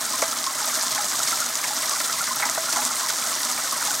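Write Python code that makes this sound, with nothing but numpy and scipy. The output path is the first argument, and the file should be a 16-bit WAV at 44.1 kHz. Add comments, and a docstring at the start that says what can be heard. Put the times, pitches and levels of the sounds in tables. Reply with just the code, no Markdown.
"""Outdoors, stereo microphone just above a small waterwheel driven by a jet over wet boards.
The wheel is turning from the start: eight cups cut the jet each turn, throwing spray and knocking
the wheel, while air pockets gulp at the same places and bubbles gurgle over the run-off. A heavy slap
lands at 0.2 s and the jet surges at 0.7 s. Sharp drops hit the boards throughout; slaps and big gulps
crowd together from 2.2 to 2.8 s, then thin out as the wheel runs on."""
import sys
import numpy as np
from scipy import signal
from scipy.fft import rfft, irfft
from scipy.io import wavfile
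from scipy.ndimage import uniform_filter1d

SR = 44100
rng = np.random.default_rng(int(sys.argv[2]) if len(sys.argv) > 2 else 0)


def unload_audio(sound):
    """Save the sound as a 16-bit wav file, at the path given as the first command line argument."""
    columns = np.transpose(np.atleast_2d(sound))
    # keep every value between -1 and 1, then stretch to whole-number steps
    steps = np.round(np.clip(columns, -1, 1) * 32767)
    wavfile.write(sys.argv[1], SR, steps.astype(np.int16))


N = 176400
TIME = np.arange(N) / SR
TURN_S = .3626
TURN_STARTS_S = np.arange(-1, N / SR / TURN_S) * TURN_S

# Tone of the run-off: frequency_hz, relative_db
WASH_SPECTRUM = [(45, -46), (100, -9.5), (270, -2.5), (450, -9), (1100, 5), (2000, 3.5), (2800, -10)]
# Reflections off the boards and frame: frequency_hz, level_db
REFLECTION_SPECTRUM = [(600, -25), (4600, -12.5), (6500, -30), (8000, -15), (10000, -4.5), (12500, -11.5)]
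# Balance at the microphone: frequency_hz, left_minus_right_db
BALANCE = [(450, -2.5), (5500, 0), (9000, -1.5), (12500, 0)]
# Surging of the jet: time_s, level_db
JET_SURGE = [(0.0, -0.5), (0.2, 0.9), (0.57, -2), (0.7, 3), (0.93, 2), (1.03, 0.5), (1.28, 2.5), (1.61, -1),
             (1.83, 1.3), (2.45, 1), (2.56, -1), (2.8, 2.5), (2.93, 0.5), (3.2, 0.8), (4.0, 1.5)]
# Cups meeting the jet, timed from the start of a turn: start_s, relative_db
CUP_STROKES = [(.093, 5), (0.131, 1), (0.182, 9), (0.22, 9), (0.274, 4.5), (0.309, 7.5), (0.367, 7),
               (.402, 2.5)]
# Modes of the wheel and its mount: pitch_hz, level_db, width_hz
WHEEL_MODES = [(141.3, -60.5, 17.5), (248.6, -54, 8.4), (283.5, -52, 36), (635.5, -46.5, 39),
               (1016, -49.5, 55), (1263, -49.5, 18)]
# Bubbles in the churned water: pitch_hz, relative_db
BUBBLE_SPECTRUM = [(350, -15.5), (520, -13), (700, -5.5), (1350, 1.5), (1650, -7.5), (2100, -5),
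                   (2500, -12.5), (3500, -18)]
# Air pockets that gulp on every turn, timed from its start: start_s, pitch_hz, level_db
AIR_POCKETS = [(.130, 1016, -38), (0.277, 1300, -32.5), (.324, 1305, -32)]
# Further gulps, each placed by its own start, among them a gulp near 830 Hz that returns on most turns:
# start_s, pitch_hz, level_db
BIG_GULPS = [(.134, 1037, -23), (.222, 1141, -30), (.222, 653, -25.5), (.466, 1068, -20), (.5, 1090, -36),
             (.615, 846, -27), (.768, 633, -29.5), (0.865, 1047, -29), (.983, 823, -23),
             (1.143, 1175, -28.5), (1.325, 1330, -19), (1.419, 1382, -23), (1.704, 834, -26),
             (1.914, 1109, -27), (2.207, 1387, -21), (2.308, 1038, -20.5), (2.424, 2160, -21.5),
             (2.427, 823, -25), (2.438, 1300, -26), (2.46, 963, -26), (2.575, 643, -27),
             (2.686, 1400, -23.5), (2.756, 1005, -23), (2.788, 833, -24.5), (3.031, 1042, -23.5),
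             (3.725, 1093, -23.5), (3.879, 830, -24.5), (3.906, 1474, -23.5)]
# Heavy slaps of water: start_s, level_db, centre_hz, decay_s
WATER_SLAPS = [(.222, -15.5, 625, 0.0058), (0.2213, -12.5, 1860, 0.0038), (0.976, -18, 1710, 0.0046),
               (1.64, -17, 1970, 0.0036), (2.002, -16, 1770, 0.0036), (2.397, -22.5, 1230, 0.01),
               (2.422, -19.5, 1430, 0.02), (2.574, -16, 1000, 0.0066), (2.761, -21, 1043, 0.013),
               (3.577, -21, 2030, 0.0027)]
# Hollow of a cup, rung by the slaps: pitch_hz
CUP_MODES = [657, 843, 1026, 1217, 1583, 2006, 2294]
# Sharp drops on the boards: start_s, level_db
BOARD_DROPS = [(.125, -14), (.2197, -6.5), (.28, -15), (.3865, -13), (.4412, -10), (.4654, -10),
               (.866, -11), (.9488, -11), (1.308, -11.5), (1.4042, -10), (1.5548, -7), (1.8947, -7.5),
               (1.9504, -11.5), (2.0018, -10.5), (2.1281, -11.5), (2.4545, -12), (2.4978, -9), (2.8513, -7),
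               (3.087, -12), (3.3402, -11), (3.3526, -11.5), (3.4323, -10), (3.8735, -10), (3.9515, -10.5)]
# Tone of the spray: frequency_hz, relative_db
SPRAY_SPECTRUM = [(1500, -40), (2700, -13.5), (3500, -5), (4400, -3.5), (6000, 0), (8200, -2), (9400, -5),
                  (10600, -11.5), (13500, -11.5), (15800, -25)]


def amp(db):
    """Decibels to gain."""
    return 10 ** (np.asarray(db) / 20)


def unit(x):
    """Scales to rms 1."""
    return x / np.sqrt(np.mean(x ** 2) + 1e-20)


def db_at(spectrum, hz):
    """Reads a spectrum table on a log-frequency axis."""
    table_hz, db = np.transpose(spectrum)
    return np.interp(np.log(hz + 1), np.log(table_hz + 1), db)


def add(mix, start_s, sound):
    """Mixes a sound in at start_s."""
    at = round(start_s * SR)
    sound = sound[max(-at, 0):]
    part = mix[max(at, 0):][:len(sound)]
    part += sound[:len(part)]


def colour(x, spectrum):
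    """Filters by a spectrum table."""
    return irfft(rfft(x) * amp(db_at(spectrum, np.fft.rfftfreq(len(x), 1 / SR))), len(x))


def flatten(x):
    """Evens out the long-term spectrum, ready for colouring."""
    spectrum = rfft(x)
    power = abs(spectrum) ** 2
    floor = amp(-25) ** 2 * power.mean()
    return irfft(spectrum / np.sqrt(uniform_filter1d(power, size=1500) + floor), N)


def patter(per_s, size_db):
    """Random impacts, mostly small and a few large."""
    out = np.zeros(N)
    when, luck, side = np.random.default_rng(rng.integers(N)).random((int(per_s * N / SR), 3)).T
    size = np.minimum(-np.log(1 - luck), 4.5)
    out[(when * N).astype(int)] = np.sign(side - .5) * amp(size_db * size)
    return out


def burst(centre_hz, octaves, rise_s, decay_s, top_hz=20000):
    """A brief splash of noise around one pitch."""
    t = TIME[:SR // 5]
    hz = np.fft.rfftfreq(len(t), 1 / SR) + 1
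    band = np.exp(-.5 * (np.log2(hz / centre_hz) / octaves) ** 2) / (1 + (hz / top_hz) ** 20)
    noise = unit(irfft(band * np.exp(2j * np.pi * rng.random(len(hz))), len(t)))
    return noise * (1 - np.exp(-t / rise_s)) * np.exp(-t / decay_s)


def run_off(level_db=-35.5, side_db=-13):
    """Water running off makes a steady wash behind the wheel."""
    mid, side = (unit(colour(noise, WASH_SPECTRUM)) for noise in rng.standard_normal((2, N)))
    return amp(level_db) * (mid + amp(side_db) * np.array([side, -side]))


def board_reflections(x, delay_s=.003, decay_s=.02):
    """Reflections from the boards and frame widen the sound, which leans a little to the right."""
    t, hz = TIME[:SR // 8], np.fft.rfftfreq(N, 1 / SR)
    echoes = rfft(rng.standard_normal(len(t)) * np.exp(-t / decay_s) * (t > delay_s), N)
    echoes /= np.sqrt(uniform_filter1d(abs(echoes) ** 2, size=400))
    side = echoes * amp(db_at(REFLECTION_SPECTRUM, hz))
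    lean = amp(db_at(BALANCE, hz) / 2)
    return irfft(rfft(x) * np.array([lean + side, 1 / lean - side]), N)


def cup_strokes(rise_s=.0073, vary_db=2.2):
    """A quick swell and fall each time a cup cuts the jet."""
    out, age = np.zeros(N), TIME[:SR // 5] / rise_s
    swell = age * np.exp(1 - age)
    for turn_s in TURN_STARTS_S:
        for start_s, db in CUP_STROKES:
            add(out, turn_s + start_s, amp(db + vary_db * rng.standard_normal()) * swell)
    return unit(out)


def wheel(knocks, steady=.6):
    """The jet drums on each cup and rings the wheel."""
    out, t = np.zeros(N), TIME[:SR // 5]
    drive = (steady + knocks) * rng.standard_normal(N)
    for hz, db, width_hz in WHEEL_MODES:
        ring = np.sin(2 * np.pi * hz * t) * np.exp(-np.pi * width_hz * t) * (1 - np.exp(-hz * t))
        out += amp(db) * unit(signal.oaconvolve(drive, ring)[:N])
    return out


def gurgle(strokes, level_db=-35.5, per_s=900, sizes=30, decay_cycles=6, steady=2.3):
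    """Short-lived bubbles of many sizes ring in the churned water, louder at each stroke."""
    out, t = np.zeros(N), TIME[:SR // 10]
    for hz in np.geomspace(BUBBLE_SPECTRUM[0][0], BUBBLE_SPECTRUM[-1][0], sizes):
        ring = np.sin(2 * np.pi * hz * t) * np.exp(-hz * t / decay_cycles) * (1 - np.exp(-hz * t))
        births = patter(per_s / sizes, size_db=2.3) * (steady + strokes)
        bubbles = unit(signal.oaconvolve(births, ring)[:N])
        out += amp(db_at(BUBBLE_SPECTRUM, hz)) * np.sqrt(hz) * bubbles
    return amp(level_db) * unit(out)


def gulp(hz, db, rise_cycles=2.7, decay_cycles=14.4, glide_per_s=.38):
    """A pocket of air swells into a ring and dies away, its pitch drifting up."""
    t = TIME[:SR // 8]
    shape = (1 - np.exp(-(hz * t / rise_cycles) ** 2)) * np.exp(-hz * t / decay_cycles)
    cycles = hz * t * (1 + glide_per_s * t / 2) + rng.random()
    return amp(db) * shape / shape.max() * np.sin(2 * np.pi * cycles)


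def gulps(vary_db=2, vary_pitch=.0059):
    """The pattern of gulps that comes round with the wheel, and further gulps placed one by one, among them one
    near 830 Hz that returns on most turns."""
    out = np.zeros(N)
    for turn_s in TURN_STARTS_S:
        for start_s, hz, db in AIR_POCKETS:
            softer, higher = rng.standard_normal(2)
            add(out, turn_s + start_s, gulp(hz * (1 + vary_pitch * higher), db - vary_db * softer))
    for start_s, hz, db in BIG_GULPS:
        add(out, start_s, gulp(hz, db))
    return out


def slaps(ring_db=-7, width_hz=9.7):
    """Water slaps into a cup and rings its hollow."""
    out, t = np.zeros(N), TIME[:SR // 10]
    hollow = sum(np.sin(2 * np.pi * hz * t) for hz in CUP_MODES) * np.exp(-np.pi * width_hz * t)
    for start_s, db, centre_hz, decay_s in WATER_SLAPS:
        slap = burst(centre_hz, octaves=.56, rise_s=.0016, decay_s=decay_s, top_hz=2640)
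        ring = unit(signal.fftconvolve(slap, hollow)[:len(slap)]) * slap.std()
        add(out, start_s, amp(db) * (slap + amp(ring_db) * ring))
    return out


def drops(centre_hz=6200, vary_octaves=.35, rise_cycles=.75, spatter_db=-10):
    """Each drop hits the boards with a click a few cycles long and bursts into a brief spatter."""
    out = np.zeros(N)
    for start_s, db in BOARD_DROPS:
        hz = centre_hz * 2 ** (vary_octaves * rng.uniform(-1, 1))
        cycles = hz * TIME[:SR // 5]
        age = cycles / rise_cycles
        click = age * np.exp(1 - age) * np.sin(2 * np.pi * cycles)
        spatter = burst(hz, octaves=.6, rise_s=.0002, decay_s=.0027)
        add(out, start_s, amp(db) * (click + amp(spatter_db) * spatter))
    return out


def clumps(vary_db=2.5, step_s=.016):
    """The level flutters as droplets arrive in uneven clumps."""
    density = np.clip(rng.standard_normal(1000), -2, 2)
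    return amp(vary_db * np.interp(TIME, np.arange(len(density)) * step_s, density))


def ticks(hz, flow, per_s, size_db):
    """Droplets of about one size tick on the boards, louder with more flow."""
    out = np.zeros(N)
    for _ in range(2):  # two tick shapes share the rate
        tick = burst(hz, octaves=.54, rise_s=.00013, decay_s=.0013)[:SR // 100]
        out += unit(signal.oaconvolve(flow * patter(per_s / 2, size_db), tick)[:N])
    return out


def splats(flow, decay_s=.001):
    """Fat droplets land, each with a short puff of noise."""
    hits = flow * abs(patter(per_s=70, size_db=1.4))
    envelope = signal.lfilter([1], [1, -np.exp(-1 / (decay_s * SR))], hits)
    return envelope * rng.standard_normal(N)


def spray(strokes, surge, per_s=3000, sizes=8, steady=5):
    """Droplets flung by the cups tick and splat over a finer mist; surges brighten the spray."""
    throw = steady + strokes
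    flow = surge * throw
    pitches_hz = np.geomspace(SPRAY_SPECTRUM[1][0], SPRAY_SPECTRUM[-1][0], sizes)
    surge_shares = np.minimum(np.linspace(.72, 2, sizes), 1)  # the fattest follow the surge least
    droplets = sum(ticks(hz, surge ** share * throw * clumps(), per_s / sizes, size_db=3)
                   for hz, share in zip(pitches_hz, surge_shares))
    mist = flow * clumps() * rng.standard_normal(N)
    finest = ticks(hz=12000, flow=flow, per_s=45, size_db=4.6)
    layers = (-28.5, flatten(droplets)), (-32, mist), (-40, splats(flow))
    body = sum(amp(db) * unit(colour(layer, SPRAY_SPECTRUM)) for db, layer in layers)
    return body + amp(-45.5) * unit(finest)


def scene():
    """The wheel and its water just below the microphone, over the wash of the run-off."""
    strokes, knocks = cup_strokes(), cup_strokes()  # same timing, separate strengths
    surge = amp(np.interp(TIME, *np.transpose(JET_SURGE)))
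    churn = surge * (gurgle(strokes) + wheel(knocks))
    wash = run_off()
    close_water = spray(strokes, surge) + churn + gulps() + slaps() + drops()
    return wash + board_reflections(close_water)


def record(dry):
    """The recorder cuts off the treble above 15.9 kHz."""
    lowpass = signal.firwin(801, 15900, window=("kaiser", 9), fs=SR)
    return signal.oaconvolve(dry, lowpass[None], "same")


dry = scene()
out = record(dry)
unload_audio(out)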